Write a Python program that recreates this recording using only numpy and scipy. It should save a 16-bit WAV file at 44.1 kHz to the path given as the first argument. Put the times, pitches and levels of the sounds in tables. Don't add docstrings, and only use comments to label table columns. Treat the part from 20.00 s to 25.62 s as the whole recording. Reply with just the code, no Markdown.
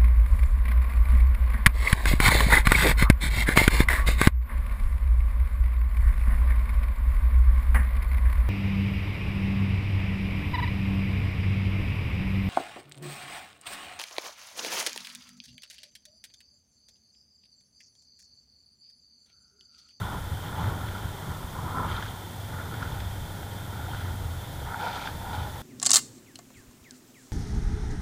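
import sys
import numpy as np
from scipy.fft import rfft, irfft, next_fast_len
from scipy.io import wavfile
from scipy.ndimage import uniform_filter1d, map_coordinates

SR = 44100
rng = np.random.default_rng(int(sys.argv[2]) if len(sys.argv) > 2 else 0)


def wav_out(sig):
    wavfile.write(sys.argv[1], SR, np.round(np.clip(np.atleast_2d(sig).T, -1, 1) * 32767).astype(np.int16))


N = 247842


def amp(db):
    return 10 ** (np.asarray(db) / 20)


def unit(x):
    return x / np.sqrt(np.mean(x ** 2) + 1e-20)


def together(gains):
    return np.sqrt(sum(g ** 2 for g in gains))


def shape(points, hz):
    freqs, db = np.transpose(points)
    return amp(np.interp(np.log(hz + 1), np.log(freqs), db))


def curves(rows):
    times, *columns = np.transpose(rows)
    return [np.interp(np.arange(N) / SR, times, column) for column in columns]


def wobble(rate):
    knots = rng.standard_normal(int(N * rate / SR) + 4)
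    return map_coordinates(knots, [np.arange(N) * rate / SR])


def swell(start, hold, rise, fall):
    t = np.arange(N) / SR - start
    return amp(-rise * np.maximum(-t, 0) - fall * np.maximum(t - hold, 0))


def coloured(x, gain):
    size = 2 * next_fast_len(N // 2 + 8192)
    response = np.maximum(gain(np.fft.rfftfreq(size, 1 / SR)), 1e-6)
    cepstrum = irfft(np.log(response), size)
    cepstrum[1:size // 2] *= 2
    cepstrum[size // 2 + 1:] = 0
    return irfft(rfft(x, size) * np.exp(rfft(cepstrum)), size)[:N]


def noise(spectrum):
    return unit(coloured(rng.standard_normal(N), lambda hz: shape(spectrum, hz)))


def housing(hz, leak_db=-21, leak_hz=900):
    # (frequency [Hz], width [Hz], level [dB])
    modes = [(897, 218, -2.5), (1430, 119, 4), (1720, 99, -12), (2170, 230, -16.5), (3178, 123, -8),
             (3523, 204, -8.5), (4370, 1350, -19)]
    ringing = sum(amp(db) ** 2 * (hz * width) ** 2 / ((centre ** 2 - hz ** 2) ** 2 + (hz * width) ** 2)
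                  for centre, width, db in modes)
    leak = amp(leak_db) ** 2 / (1 + (hz / leak_hz) ** 4)
    return np.sqrt(ringing + leak)


def housed(x, spectrum):
    return unit(coloured(x, lambda hz: shape(spectrum, hz) * housing(hz)))


def bubble(t, hz, cycles, rise):
    age = t * hz / cycles
    attack = 1 - np.exp(-2 * t * hz)
    bend = 1 + rise * np.minimum(age, 1) / 2
    return amp(-60 * age) * attack * np.sin(2 * np.pi * hz * t * bend)


def froth(spectrum, rate, hz, spread, cycles, scatter_db, rush_db):
    count = int(rate * N / SR)
    start, faintness = rng.random((count, 2)).T
    pitch = np.clip(hz * np.exp(spread * rng.standard_normal(count)), 200, 12000)
    gain = amp(-scatter_db * np.log(faintness + 0.034))
    samples = np.arange(700)
    rings = gain[:, None] * bubble(samples / SR, pitch[:, None], cycles, rise=0.25)
    positions = (start * N).astype(int)[:, None] + samples
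    cloud = np.bincount(positions.ravel(), rings.ravel())[:N]
    rush = rng.standard_normal(N)
    return unit(housed(cloud, spectrum) + amp(rush_db) * housed(rush, spectrum))


def turbulence(spectrum, span):
    x = noise(spectrum)
    power = np.abs(uniform_filter1d(x ** 2, int(span * SR)))
    return x / np.sqrt(power + 1e-6)


def sea(level_db=-47):
    # (frequency [Hz], level [dB])
    wash_eq = [(100, 2.5), (250, 4), (600, 6.5), (900, -1.5), (1400, -14.5), (1900, 0.5), (2700, -11.5),
               (3400, 0), (4200, -6), (7000, -19), (15000, -20)]
    wash = housed(rng.standard_normal(N), wash_eq)
    return amp(level_db + 0.7 * wobble(5.4)) * wash


def wind(gust_half_s=0.022):
    # (time [s], boom level [dB])
    breeze = [(0, -41), (.2, -36.5), (.48, -39), (.62, -33), (.8, -34), (1.0, -38.5), (1.2, -43.5),
              (1.9, -35), (2.22, -41), (2.55, -38.5), (3.08, -36), (3.5, -38.5), (3.95, -37), (4.1, -33.5),
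              (4.65, -37.5), (4.98, -48.5), (5.42, -34.5), (5.62, -46)]
    # (time [s], boom level [dB])
    gusts = [(0.035, -31), (0.335, -29), (0.665, -26), (1.05, -32), (1.3, -32.5), (1.92, -31), (3.09, -33),
             (4.27, -33), (5.15, -36), (5.39, -33.5)]
    # (time [s], buffet level [dB])
    eddies = [(0, -41), (.5, -49), (.66, -42), (.78, -45), (1.05, -42), (1.25, -49), (1.45, -40),
              (1.7, -47), (1.92, -39), (2.2, -51), (2.75, -54), (2.86, -40), (3.02, -36), (3.3, -46),
              (3.7, -52), (4.12, -40), (4.5, -48), (4.67, -42), (4.82, -52), (5.35, -44), (5.62, -49)]
    # (frequency [Hz], level [dB])
    boom_eq = [(30, -22.5), (55, -33), (72, -8.5), (88, -2), (99, -1), (116, -9), (145, -16), (200, -26),
               (300, -38), (700, -64.5)]
    buffet_eq = [(10, -12), (25, -2.5), (45, 1.5), (62, 4.5), (85, -20), (150, -35), (400, -73)]
    boom_db, = curves(breeze)
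    buffet_db, = curves(eddies)
    t = np.arange(N) / SR
    thumps = [amp(db) * np.exp(-((t - at) / gust_half_s) ** 2 / 2) for at, db in gusts]
    boom = together([amp(boom_db + 1.7 * wobble(18)), *thumps]) * turbulence(boom_eq, span=0.0616)
    buffet = amp(buffet_db + 2.2 * wobble(9)) * turbulence(buffet_eq, span=0.17)
    return boom + buffet


def showers():
    # (time [s], hold [s], level [dB])
    bursts = [(0.0, 0.13, -52.5), (0.436, .05, -52), (0.6, 0.07, -50), (0.883, .18, -52.5),
              (1.908, 0.16, -45.5), (2.797, 0.19, -54.5), (3.933, .08, -50), (4.833, 0.23, -43.5),
              (5.337, 0.059, -47)]
    return together(amp(db) * swell(at, hold, rise=170, fall=168) for at, hold, db in bursts)


def spray(drizzle_db=-58.5):
    # (time [s], share of spray arriving head-on [0-1])
    tilt = [(0, .2), (2, .16), (2.9, .4), (4.65, 0.07), (4.82, 1), (5.62, 0.65)]
    # (frequency [Hz], level [dB])
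    side_eq = [(1200, -33), (2000, 4), (2600, -5), (3000, 6), (3500, 3), (5000, -1), (7000, 6),
               (11000, -22), (16000, -35)]
    front_eq = [(1200, -30), (1900, -10.5), (2350, 3.5), (2800, -2), (3400, -0.5), (4300, 1.5), (5200, 1.5),
                (7000, 0), (11000, -15), (16000, -27)]
    level = together([amp(drizzle_db), showers()])
    facing = np.clip(curves(tilt)[0], 0, 1)
    side = froth(side_eq, rate=900, hz=3354, spread=0.298, cycles=29, scatter_db=3.5, rush_db=-4.5)
    front = froth(front_eq, rate=900, hz=3260, spread=0.33, cycles=11, scatter_db=5, rush_db=0.5)
    flicker = amp(1.1 * wobble(60))
    return level * flicker * (np.sqrt(1 - facing) * side + np.sqrt(facing) * front)


def drips(cycles=45):
    # (time [s], level [dB], pitch [Hz])
    drops = [(0.8873, -33, 3320), (2.9218, -35, 3450), (3.0034, -41, 3260), (2.027, -31, 3250),
             (3.915, -35, 3130), (5.075, -31, 3400)]
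    out, t = np.zeros(N + SR), np.arange(2048) / SR
    for at, db, hz in drops:
        out[int(at * SR):][:len(t)] += amp(db) * bubble(t, hz, cycles, rise=0.1)
    return out[:N]


def plops(cycles=26, slap_db=4, slap_t60=0.026, slap_hz=3200, trim_db=-2.2):
    # (time [s], peak before trim [dB], pitch [Hz], slap offset [dB])
    drops = [(0.321, -28.5, 1420, -15), (0.951, -29.5, 1380, -12), (1.784, -20, 1320, -22),
             (2.025, -22.5, 1660, -11), (2.741, -26.5, 1410, -9), (2.827, -21, 1410, -12),
             (3.002, -29.5, 1350, 7), (3.429, -28.5, 778, -7), (3.884, -30, 751, -20),
             (3.947, -29, 1520, -16), (4.744, -20.5, 1420, -31), (5.074, -21, 1560, -18),
             (5.559, -31, 820, -13)]
    out, t = np.zeros(N + SR), np.arange(2048) / SR
    freqs = np.fft.rfftfreq(len(t), 1 / SR)
    muffle = np.sqrt(housing(freqs)) / (1 + (freqs / slap_hz) ** 2)
    for at, db, hz, offset_db in drops:
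        burst = unit(irfft(rfft(rng.standard_normal(len(t))) * muffle))
        slap = burst * amp(-60 * t / slap_t60) * (1 - np.exp(-t * hz))
        plop = bubble(t, hz, cycles, rise=0.037) + amp(slap_db + offset_db) * slap
        out[int(at * SR):][:len(t)] += amp(db + trim_db) * plop / np.abs(plop).max()
    return out[:N]


def stirring(lap_slosh_db=-51.5, lap_gurgle_db=-54.5, lap_churn_db=-45.5, lap_hz=937):
    # (time [s], hold [s], rise [dB/s], slosh [dB], gurgle [dB], churn [dB], target pitch [Hz])
    strides = [(0.0, 0.14, 47, -41.5, -46.5, -45, 963), (0.645, .035, 55, -37.5, -41, -36, 940),
               (0.86, 0.11, 62, -51, -47.5, -46.5, 920), (1.283, 0.029, 88, -47.5, -51, -43.5, 1020),
               (1.795, .06, 42, -34.5, -41.5, -37, 1012), (2.547, 0.061, 200, -49, -45, -47.5, 980),
               (2.768, 0.1, 50, -46.5, -45.5, -44, 900), (3.844, 0.2, 29, -49.5, -46.5, -49, 840),
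               (4.71, 0.02, 113, -39, -42, -52, 890), (4.83, 0.026, 152, -32.5, -40.5, -55, 810),
               (4.955, .02, 150, -41.5, -46.5, -59, 850), (5.322, 0.024, 75, -38, -49, -48, 850),
               (5.395, 0.016, 200, -45, -47, -56, 840)]
    falling = showers()
    sloshes = [together([amp(lap_slosh_db), falling])]
    gurgles = [amp(lap_gurgle_db), amp(1) * falling]
    churns, pitches = [amp(lap_churn_db)], [lap_hz]
    for at, hold, rise, slosh_db, gurgle_db, churn_db, hz in strides:
        push = swell(at, hold, rise, fall=72)
        sloshes.append(amp(slosh_db) * push)
        gurgles.append(amp(gurgle_db) * push)
        churns.append(amp(churn_db) * push)
        pitches.append(hz)
    slosh = together(sloshes)
    pitch_hz = sum(hz * (gain / slosh) ** 2 for hz, gain in zip(pitches, sloshes))
    return slosh, together(gurgles), together(churns), pitch_hz


def wading(large_hz=830, small_hz=1080):
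    # (frequency [Hz], level [dB])
    churn_eq = [(70, -28), (125, 5), (165, 7), (220, 0.5), (310, -1), (430, -5), (620, -7.5), (900, -17),
                (2000, -42.5)]
    large_eq = [(200, -29), (450, 8), (650, -0.5), (800, 5.5), (950, 4.5), (1100, -11), (1400, -25),
                (4000, -56)]
    small_eq = [(300, -38), (700, -14), (880, -8), (1000, 8), (1180, 4), (1320, 4.5), (1600, -31.5),
                (4000, -50)]
    gurgle_eq = [(600, -45), (1100, -7.5), (1300, -2.5), (1500, -6.5), (1950, -1.5), (2400, -4.5),
                 (4000, -44)]
    slosh_gain, gurgle_gain, churn_gain, pitch_hz = stirring()
    spurts = wobble(40)
    churn = churn_gain * amp(1.1 * spurts) * noise(churn_eq)
    large = froth(large_eq, rate=640, hz=831, spread=0.21, cycles=22, scatter_db=4.5, rush_db=-1.5)
    small = froth(small_eq, rate=700, hz=1065, spread=0.17, cycles=23, scatter_db=3.5, rush_db=-1.5)
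    fine = froth(gurgle_eq, rate=700, hz=1504, spread=0.2, cycles=18.7, scatter_db=4.5, rush_db=-4.5)
    crossfade = np.pi / 2 * np.clip((pitch_hz - large_hz) / (small_hz - large_hz), 0, 1)
    slosh = slosh_gain * amp(1.1 * spurts) * (np.cos(crossfade) * large + np.sin(crossfade) * small)
    gurgle = gurgle_gain * amp(1.2 * spurts) * fine
    return churn + slosh + gurgle


def scene():
    return (wading() + spray() + plops() + drips() + sea() + wind())[None]


def record(dry, hiss_db=-48.5, top_hz=15550):
    noisy = dry + amp(hiss_db) * rng.standard_normal(dry.shape)
    size = next_fast_len(N + SR // 2)
    passband = np.fft.rfftfreq(size, 1 / SR) < top_hz
    return irfft(rfft(noisy, size) * passband, size)[:, :N]


dry = scene()
out = record(dry)
wav_out(out)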